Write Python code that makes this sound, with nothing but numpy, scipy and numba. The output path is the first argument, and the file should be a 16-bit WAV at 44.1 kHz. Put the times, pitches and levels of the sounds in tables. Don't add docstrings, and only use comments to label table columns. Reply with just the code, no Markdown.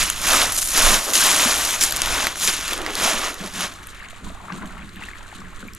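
import sys
import numpy as np
from scipy import signal
from scipy.fft import rfft, irfft, next_fast_len
from scipy.io import wavfile
from scipy.ndimage import uniform_filter1d
from numba import njit

SR = 44100
rng = np.random.default_rng(int(sys.argv[2]) if len(sys.argv) > 2 else 0)


def int16_out(signal):
    q = np.round(np.clip(np.atleast_2d(signal).T, -1, 1) * 32767)
    wavfile.write(sys.argv[1], SR, q.astype(np.int16))


def decibels_to_gain(level_db):
    exponent = np.asarray(level_db, float) / 20
    return 10 ** exponent


N = 254898

# time in seconds, left minus right in dB.
WALKER = [(0.0, -3), (1.0, -2), (2.0, -.5), (3.0, -2), (3.7, -2)]
# frequency in Hz, relative density in dB per Hz.
SEA_COLOUR = [(59, 5), (100, -14), (189, -5.5), (373, -5), (433, -4.5), (836, -28), (1080, 0.5),
              (1330, 0.5), (4020, -12.5), (5190, -25), (7140, -15.5), (11900, -27.5), (16000, -39)]


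def set_level(x, db):
    return x * decibels_to_gain(db) / np.sqrt(np.mean(x ** 2))


def along_hz(table, hz):
    points, values = np.transpose(table)
    return np.interp(np.log(hz + 1), np.log(points + 1), values)


def colour(x, table):
    size = 4096
    log_gain = np.log(decibels_to_gain(along_hz(table, np.fft.rfftfreq(size, 1 / SR))))
    cepstrum = irfft(log_gain)
    cepstrum[1:size // 2] *= 2
    response = irfft(np.exp(rfft(cepstrum[:size // 2], size)), size)
    return signal.fftconvolve(x, response[None], axes=1)[:, :N]


def wander(rate):
    k = int(SR / rate)
    held = np.repeat(rng.standard_normal(N // k + 1), k)
    return 1.135 * uniform_filter1d(uniform_filter1d(held, k), k)[:N]


def noise(width):
    mid, side = rng.standard_normal((2, N))
    return mid + width * side * np.array([[1], [-1]])


@njit
def rings(s, hz, t60, glide, size, pan, skew):
    out = np.zeros((2, N))
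    for k in range(len(s)):
        length = t60[k] * SR
        z = size[k] + 0j
        turn = np.exp(1j * skew[k] / 2)
        p = np.exp(2j * np.pi * hz[k] / SR - np.log(1000) / length)
        rise = np.exp(2j * np.pi * hz[k] * glide / SR / length)
        start = int(s[k] * SR)
        for i in range(start, min(start + int(length), N)):
            soft = min((i - start) * hz[k] * 2 / SR, 1.)
            out[0, i] += soft * pan[k] * (z * turn).imag
            out[1, i] += soft / pan[k] * (z / turn).imag
            z, p = z * p, p * rise
    return out


def grains(count, span, low_hz, high_hz):
    u = rng.random((count, 3)).T
    place = rng.standard_normal((count, 2)).T
    s = span[0] + (span[1] - span[0]) * u[0]
    hz = low_hz * (high_hz / low_hz) ** u[1]
    return s, hz, -np.log(1 - .999 * u[2]), place


def bursts(rate, fade_s, scatter_db):
    kicks = (rng.random(N) < rate / SR) * decibels_to_gain(-scatter_db * np.log(1 - .99 * rng.random(N)))
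    envelope = signal.lfilter([1], [1, -np.exp(-1 / (fade_s * SR))], kicks)
    return envelope / np.sqrt(np.mean(envelope ** 2))


def knock(s, strength_db, hz, t60, pan_db, count):
    out = rings(s, hz, t60, 0., decibels_to_gain(strength_db - 8), decibels_to_gain(pan_db / 2), 0 * s)
    for u in rng.random((len(s), 2 * count)).T.reshape(count, 2, -1):
        ring_hz = 900 * 15.54 ** u[0] ** 0.68
        ring_t60 = 0.88 * t60 * (4000 / ring_hz) ** 0.091
        db = strength_db - 9.5 - 3.6 * np.abs(np.log2(ring_hz / hz))
        out = out + rings(s + .001 * u[1], ring_hz, ring_t60, 0., decibels_to_gain(db), decibels_to_gain(pan_db / 2), .6 * (u[1] - .5))
    return out


def swell(s, crest, db, rise, hold, fall):
    s = s[:, None]
    before_db = 20 * np.clip((crest - s) / rise, 0, None)
    after_db = 20 * np.clip((s - crest - hold) / fall, 0, None)
    return db - before_db - after_db


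def total(db):
    return 10 * np.log10(np.sum(decibels_to_gain(db) ** 2, axis=1) + 1e-18)


def step_load(s, coarse=0., fine=0.):
    # start of full weight in seconds, relative level in dB,
    # rise in seconds per 20 dB (0 is at once; a negative one quickens the fall), hold in seconds,
    # fall in seconds per 20 dB, extra level of coarse stones in dB, extra level of fine stones in dB.
    steps = [(0.0, -20, -0.5, 0.03, .26, -13, -2.5), (0.278, -19.5, 0.12, .14, .18, -2, -2),
             (0.521, -41, 0, .17, 0.28, -6, 17), (.772, -19, .1, .18, .1, -1, 0),
             (1.045, -31.5, .06, .07, .15, 6, 3), (1.14, -24, .02, .06, 0.25, -8, 5),
             (1.238, -18.5, .12, 0.069, .45, -7, -3), (1.42, -23, .3, .06, .45, -1, 0),
             (1.62, -29, .3, .13, .06, -4, 2), (1.812, -23.5, .012, 0.024, .1, -11, 5.5),
             (2.134, -23, .6, .11, .17, -2.5, -6), (2.429, -26, 0.08, 0.022, 0.12, -6, 4),
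             (2.478, -18, 0.02, 0.007, .07, -10, -4), (2.53, -27, .05, .02, .2, -8, -4),
             (2.699, -26.5, 0.3, .04, .05, -10, -7), (2.76, -34, .05, .07, .1, 7, -14),
             (2.869, -29, 0.08, .03, .1, -2, -22), (3.036, -19.5, 0.14, 0.053, 0.21, -1, -6),
             (3.23, -26, .12, .04, .12, -3, -9), (3.4, -35, .1, .04, .1, 0, -10),
             (3.61, -25, .14, .04, .07, -4, -7)]
    crest, db, rise, hold, fall, coarse_db, fine_db = np.transpose(steps)
    coarse, fine = np.reshape(coarse, (-1, 1)), np.reshape(fine, (-1, 1))
    lag = np.minimum(0.03 * coarse, hold)
    step_db = db + coarse * coarse_db + fine * fine_db
    step = swell(s, crest + lag, step_db, rise, hold - lag, fall)
    tail_db = db - 21.5 + coarse * coarse_db - 5 * fine
    tail = swell(s, crest, tail_db, rise, hold, 0.9)
    return total(np.hstack([step, tail]))


def crunch():
    stone_hz = (556, 2520, 9000)
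    # frequency in Hz, relative density in dB per Hz.
    pebble_colour = [(88, -46), (150, -37), (231, 1), (466, -4.5), (612, 3.5), (837, 1), (1120, 4),
                     (2060, 0), (3770, 0.5), (4670, -2.5), (6770, 2), (8560, -5), (10400, -0.5),
                     (13200, -10), (16000, -25)]
    s, hz, draw, place = grains(count=57000, span=(0., 4.), low_hz=278.8, high_hz=16370.0)
    fineness = np.interp(np.log(hz), np.log(stone_hz), [-1, 0, 1])
    grit_db = step_load(s, np.clip(-fineness, 0, 1), np.clip(fineness, 0, 1))
    slack = np.clip((-28.5 - step_load(s)) / 15, 0, 1)
    scatter_db = np.clip(0.76 + 0.5 * slack + 0.45 * fineness, 0, 4)
    even = np.sqrt(3.5 - scatter_db * np.log(10) / 10)
    share = np.clip(0.09 + 0.6 * slack, 0, .95)
    slip_envelope = bursts(rate=120., fade_s=0.011, scatter_db=5.5)
    slips = 1 - share + share * slip_envelope[(s * SR).astype(int)]
    gain = decibels_to_gain(grit_db + scatter_db * draw) * even * slips * hz / 1000
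    t60 = 9.6 * np.exp(0.31 * place[0]) / hz
    pan = decibels_to_gain(np.interp(s, *np.transpose(WALKER)) / 2 + 0.48 * place[0])
    skew = (0.1 + (hz / 12500) ** 9) * place[1]
    contacts = rings(s, hz, t60, 0., gain, pan, skew)
    return decibels_to_gain(-11.0) * colour(contacts, pebble_colour)


def breeze():
    # time in seconds, level in dB.
    gusts = [(0.0, -25.5), (0.09, -40), (0.3, -32), (0.51, -33), (0.76, -39), (0.84, -25), (1.05, -46),
             (1.58, -35.5), (1.72, -42), (2.11, -31), (2.32, -43.5), (2.82, -37), (2.97, -45), (3.09, -38),
             (3.4, -47), (3.9, -43), (4.17, -52), (4.28, -36), (4.52, -49), (4.68, -38), (4.95, -45),
             (5.54, -40.5), (5.78, -43.5)]
    # start in seconds, strength in dB, ring in Hz, time to fall 60 dB in seconds.
    thumps = [(0.831, -10, 21.7, 0.37), (1.457, -16.5, 238, 0.092)]
    rumble_colour = [(8, 0), (20, 2.5), (40, -5.5), (62, -2.5), (80, -18.0), (110, -13.5),
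                     (300, -28), (2000, -85)]
    rumble = set_level(colour(noise(0.11), rumble_colour), 0)
    gust_db = np.interp(np.arange(N) / SR, *np.transpose(gusts))
    s, strength_db, hz, t60 = np.transpose(thumps)
    knocks = rings(s, hz, t60, 0., -decibels_to_gain(strength_db), 1 + 0 * s, 0 * s)
    return rumble * decibels_to_gain(gust_db) + knocks


def sea():
    # average frequency in Hz, average level in dB.
    hum_tones = [(92, -50.5), (366, -62)]
    hiss = set_level(colour(noise(0.35), SEA_COLOUR), -47) * decibels_to_gain(0.35 * wander(12))
    hum = 0
    for hz, db in hum_tones:
        strength = decibels_to_gain(db + 0.89 * wander(4.36))
        moving_hz = hz * (1 + 0.0064 * wander(4.3))
        hum = hum + strength * np.sin(2 * np.pi * np.cumsum(moving_hz) / SR)
    return hiss + hum


def water_motion(s, table, rise, fall, calm_db, calm_hz, wet_db, wet_hz):
    crest, length, surge_db, surge_hz = np.transpose(table)
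    surges = swell(s, crest, surge_db, rise, length, fall)
    db = np.column_stack([surges, calm_db + 0 * s, step_load(s) + wet_db])
    hz = np.append(surge_hz, [calm_hz, wet_hz])
    return total(db), decibels_to_gain(db) ** 2 @ hz / np.sum(decibels_to_gain(db) ** 2, axis=1)


def lapping():
    # crest in seconds, length in seconds,
    # relative level in dB, favoured bubble pitch in Hz.
    wavelets = [(3.72, .12, -40, 1400), (3.95, .14, -38, 2000), (4.25, .05, -39, 1150),
                (4.4, .03, -41, 800), (4.5, .16, -35.5, 1250), (4.78, .04, -43, 1800),
                (5.02, 0.05, -37, 1950), (5.18, .02, -43, 1500), (5.32, .13, -40.5, 1600),
                (5.55, .06, -48, 1400), (5.773, .03, -46, 2000)]
    fizz_settings = dict(rise=.15, fall=.22, calm_db=-49, calm_hz=1700, wet_db=-10, wet_hz=1600)
    # start in seconds, strength in dB, starting pitch in Hz.
    loud_bubbles = [(4.002, -32, 1750), (4.049, -33, 2120), (4.13, -33, 644), (4.268, -28, 970),
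                    (4.301, -31, 620), (4.403, -30, 1020), (4.483, -24, 1260), (4.502, -21.5, 1090),
                    (4.521, -26, 1570), (4.583, -30, 1000), (4.642, -31, 1220), (4.779, -31, 2050),
                    (4.821, -31, 2400), (5.014, -30.5, 860), (5.037, -24, 2610), (5.086, -22, 1810),
                    (5.134, -26.5, 2070), (5.261, -33.5, 1460), (5.327, -30, 820), (5.418, -28.5, 1130),
                    (5.532, -33, 1300), (5.575, -32, 1260), (5.628, -26, 1440), (5.684, -25.5, 2260)]
    # start in seconds, strength in dB, ring in Hz.
    ticks = [(3.7383, -24, 6480), (3.832, -30, 2860), (3.8708, -17.5, 9100), (3.9019, -28, 4400),
             (4.046, -26, 2990), (4.086, -25, 6760), (4.107, -22.5, 3500), (4.523, -18.5, 2800),
             (4.6572, -23.5, 3150), (4.8922, -27, 4100), (4.9595, -23, 2880), (5.4038, -24, 7400),
             (5.6779, -29, 6950), (5.7346, -25, 7510), (5.7494, -21, 10500)]
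    left_db = 2.5 / 2

    s, hz, draw, place = grains(count=9000, span=(0, N / SR), low_hz=540.0, high_hz=4880.0)
    wash_db, pitch_hz = water_motion(s, wavelets, **fizz_settings)
    flurry = .5 + .45 * bursts(rate=28.0, fade_s=0.021, scatter_db=2.5)[(s * SR).astype(int)]
    off_pitch_db = 10.5 * np.abs(np.log2(hz / pitch_hz))
    gain = decibels_to_gain(wash_db + 3.16 * np.minimum(draw, 4.5) - 4 - off_pitch_db) * flurry
    fizz = rings(s, hz, 36.0 / hz, 0.29, gain, decibels_to_gain(left_db + 2.8 * place[0]), .5 * place[1])

    s, hz, draw, place = grains(count=12000, span=(0, N / SR), low_hz=3600.0, high_hz=15000.)
    wash_db, _ = water_motion(s, wavelets, **fizz_settings)
    flurry = 0.56 + bursts(rate=55.0, fade_s=0.013, scatter_db=3.0)[(s * SR).astype(int)]
    gain = decibels_to_gain(.6 * wash_db + 1.54 * draw - 16) * flurry * hz / 1000
    spray = rings(s, hz, 6.85 / hz, 0., gain, decibels_to_gain(1.6 * place[0]), 0.64 * place[1])
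    spray = colour(spray, SEA_COLOUR)

    s, strength_db, hz = np.transpose(loud_bubbles)
    t60 = 0.025 * (1000 / hz) ** 0.34
    plops = rings(s, hz, t60, 0.26, decibels_to_gain(strength_db), decibels_to_gain(left_db + 0 * s), 0 * s)

    s, strength_db, hz = np.transpose(ticks)
    spatter = knock(s, strength_db, hz, 0.0087 + 0 * s, 0 * s, count=4)
    return fizz + spray + plops + spatter


def gurgle():
    # crest in seconds, length in seconds,
    # relative level in dB, guide pitch in Hz.
    hollows = [(.76, .04, -31, 315), (.9, .04, -32, 240), (1.08, .08, -33, 300), (2.43, .05, -42, 250),
               (2.73, .16, -31, 345), (2.98, .16, -32, 330), (3.22, .14, -39, 330), (3.42, .03, -37, 265),
               (3.55, .06, -39, 220), (4.24, .03, -39, 225), (4.4, .03, -47, 205), (4.52, .12, -36.5, 222),
               (4.74, .01, -42, 205), (4.82, .02, -40, 205), (4.96, .07, -43, 210), (5.39, .06, -43, 212),
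               (5.62, .03, -40, 235)]
    gurgle_settings = dict(rise=.07, fall=.1, calm_db=-53.5, calm_hz=250, wet_db=-17, wet_hz=285)
    s, _, draw, place = grains(count=1800, span=(0, N / SR), low_hz=1., high_hz=1.)
    slosh_db, pitch = water_motion(s, hollows, **gurgle_settings)
    deep = rng.random(len(s)) < np.clip((290 - pitch) / 150, 0, .55)
    deep_hz = 192 * np.exp(0.042 * place[0])
    pocket_hz = 1.2 * pitch * np.exp(0.283 * place[0])
    hz = np.where(deep, deep_hz, pocket_hz)
    t60 = np.where(deep, 24., 15.) / hz
    gain = decibels_to_gain(slosh_db + 2.78 * np.minimum(draw, 3.5) - 2.0)
    return rings(s, hz, t60, 0.059, gain, 1 + 0 * s, 0.53 * place[1])


def clacks():
    # start in seconds, strength in dB, main ring in Hz.
    single_stones = [(0.1001, -0.5, 7740), (0.179, -15.5, 3170), (0.2157, -15, 9000), (0.521, -8, 11000),
                     (0.565, -9, 7290), (0.5885, -8, 7730), (0.6275, -8, 7520), (0.6863, -10, 7040),
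                     (1.1027, -10, 6500), (1.135, -2.5, 6500), (1.1535, -0.5, 5490), (1.266, -3, 7700),
                     (1.313, -4, 7050), (1.5399, -10, 3300), (1.65, -7, 7100), (1.708, -8.5, 6250),
                     (1.7389, -8, 3360), (1.793, -13.5, 7640), (1.810, -10, 6000), (1.815, -2, 2280),
                     (1.8255, -5, 5500), (1.8367, -0.5, 7550), (1.909, -9, 7100), (1.923, -5, 4700),
                     (1.9626, -7, 7700), (1.9686, -6, 4970), (2.0184, -0.5, 6400), (2.059, -7, 5970),
                     (2.2693, 0.5, 1480), (2.357, -13, 1550), (2.399, -12, 7060), (2.427, -10.5, 1900),
                     (2.4754, -1.5, 6030), (2.61, -13, 3380), (2.68, -12, 4500), (2.7325, -7, 3620),
                     (2.7776, -15.5, 9600), (2.817, -15, 4000), (2.8635, -8, 1950), (2.9044, -16.5, 2400),
                     (2.953, -7.5, 4180), (3.342, -19, 9000), (3.461, -20, 5000), (3.607, -9, 3650)]
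    s, strength_db, hz = np.transpose(single_stones)
    pan_db = np.interp(s, *np.transpose(WALKER)) + 1.8 * rng.standard_normal(len(s))
    return knock(s, strength_db, hz, 0.0086 + 0 * s, pan_db, count=12)


def scene():
    return crunch() + breeze() + sea() + lapping() + gurgle() + clacks()


def top_cut(x):
    return signal.sosfilt(signal.butter(12, 16500, fs=SR, output="sos"), x)


def record(dry):
    # frequency in Hz, left minus right in dB.
    port_db = [(25, -9.5), (60, -1), (400, 0.5), (4400, 1), (8100, 1.5), (15000, 6.5)]
    # frequency in Hz, phase by which left leads in radians.
    port_phase = [(30, 0.39), (700, -0.18), (2800, -0.75), (5500, -0.6), (16000, 0.16)]
    size = next_fast_len(N)
    hz = np.fft.rfftfreq(size, 1 / SR)
    half = decibels_to_gain(along_hz(port_db, hz) / 2) * np.exp(.5j * along_hz(port_phase, hz))
    top = 1 / (1 + (hz / 14500) ** 24)
    ports = irfft(rfft(dry, size) * np.array([half, 1 / half]) * top, size)[:, :N]
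    return top_cut(np.clip(ports, -1, 1))


dry = scene()
out = record(dry)
int16_out(out)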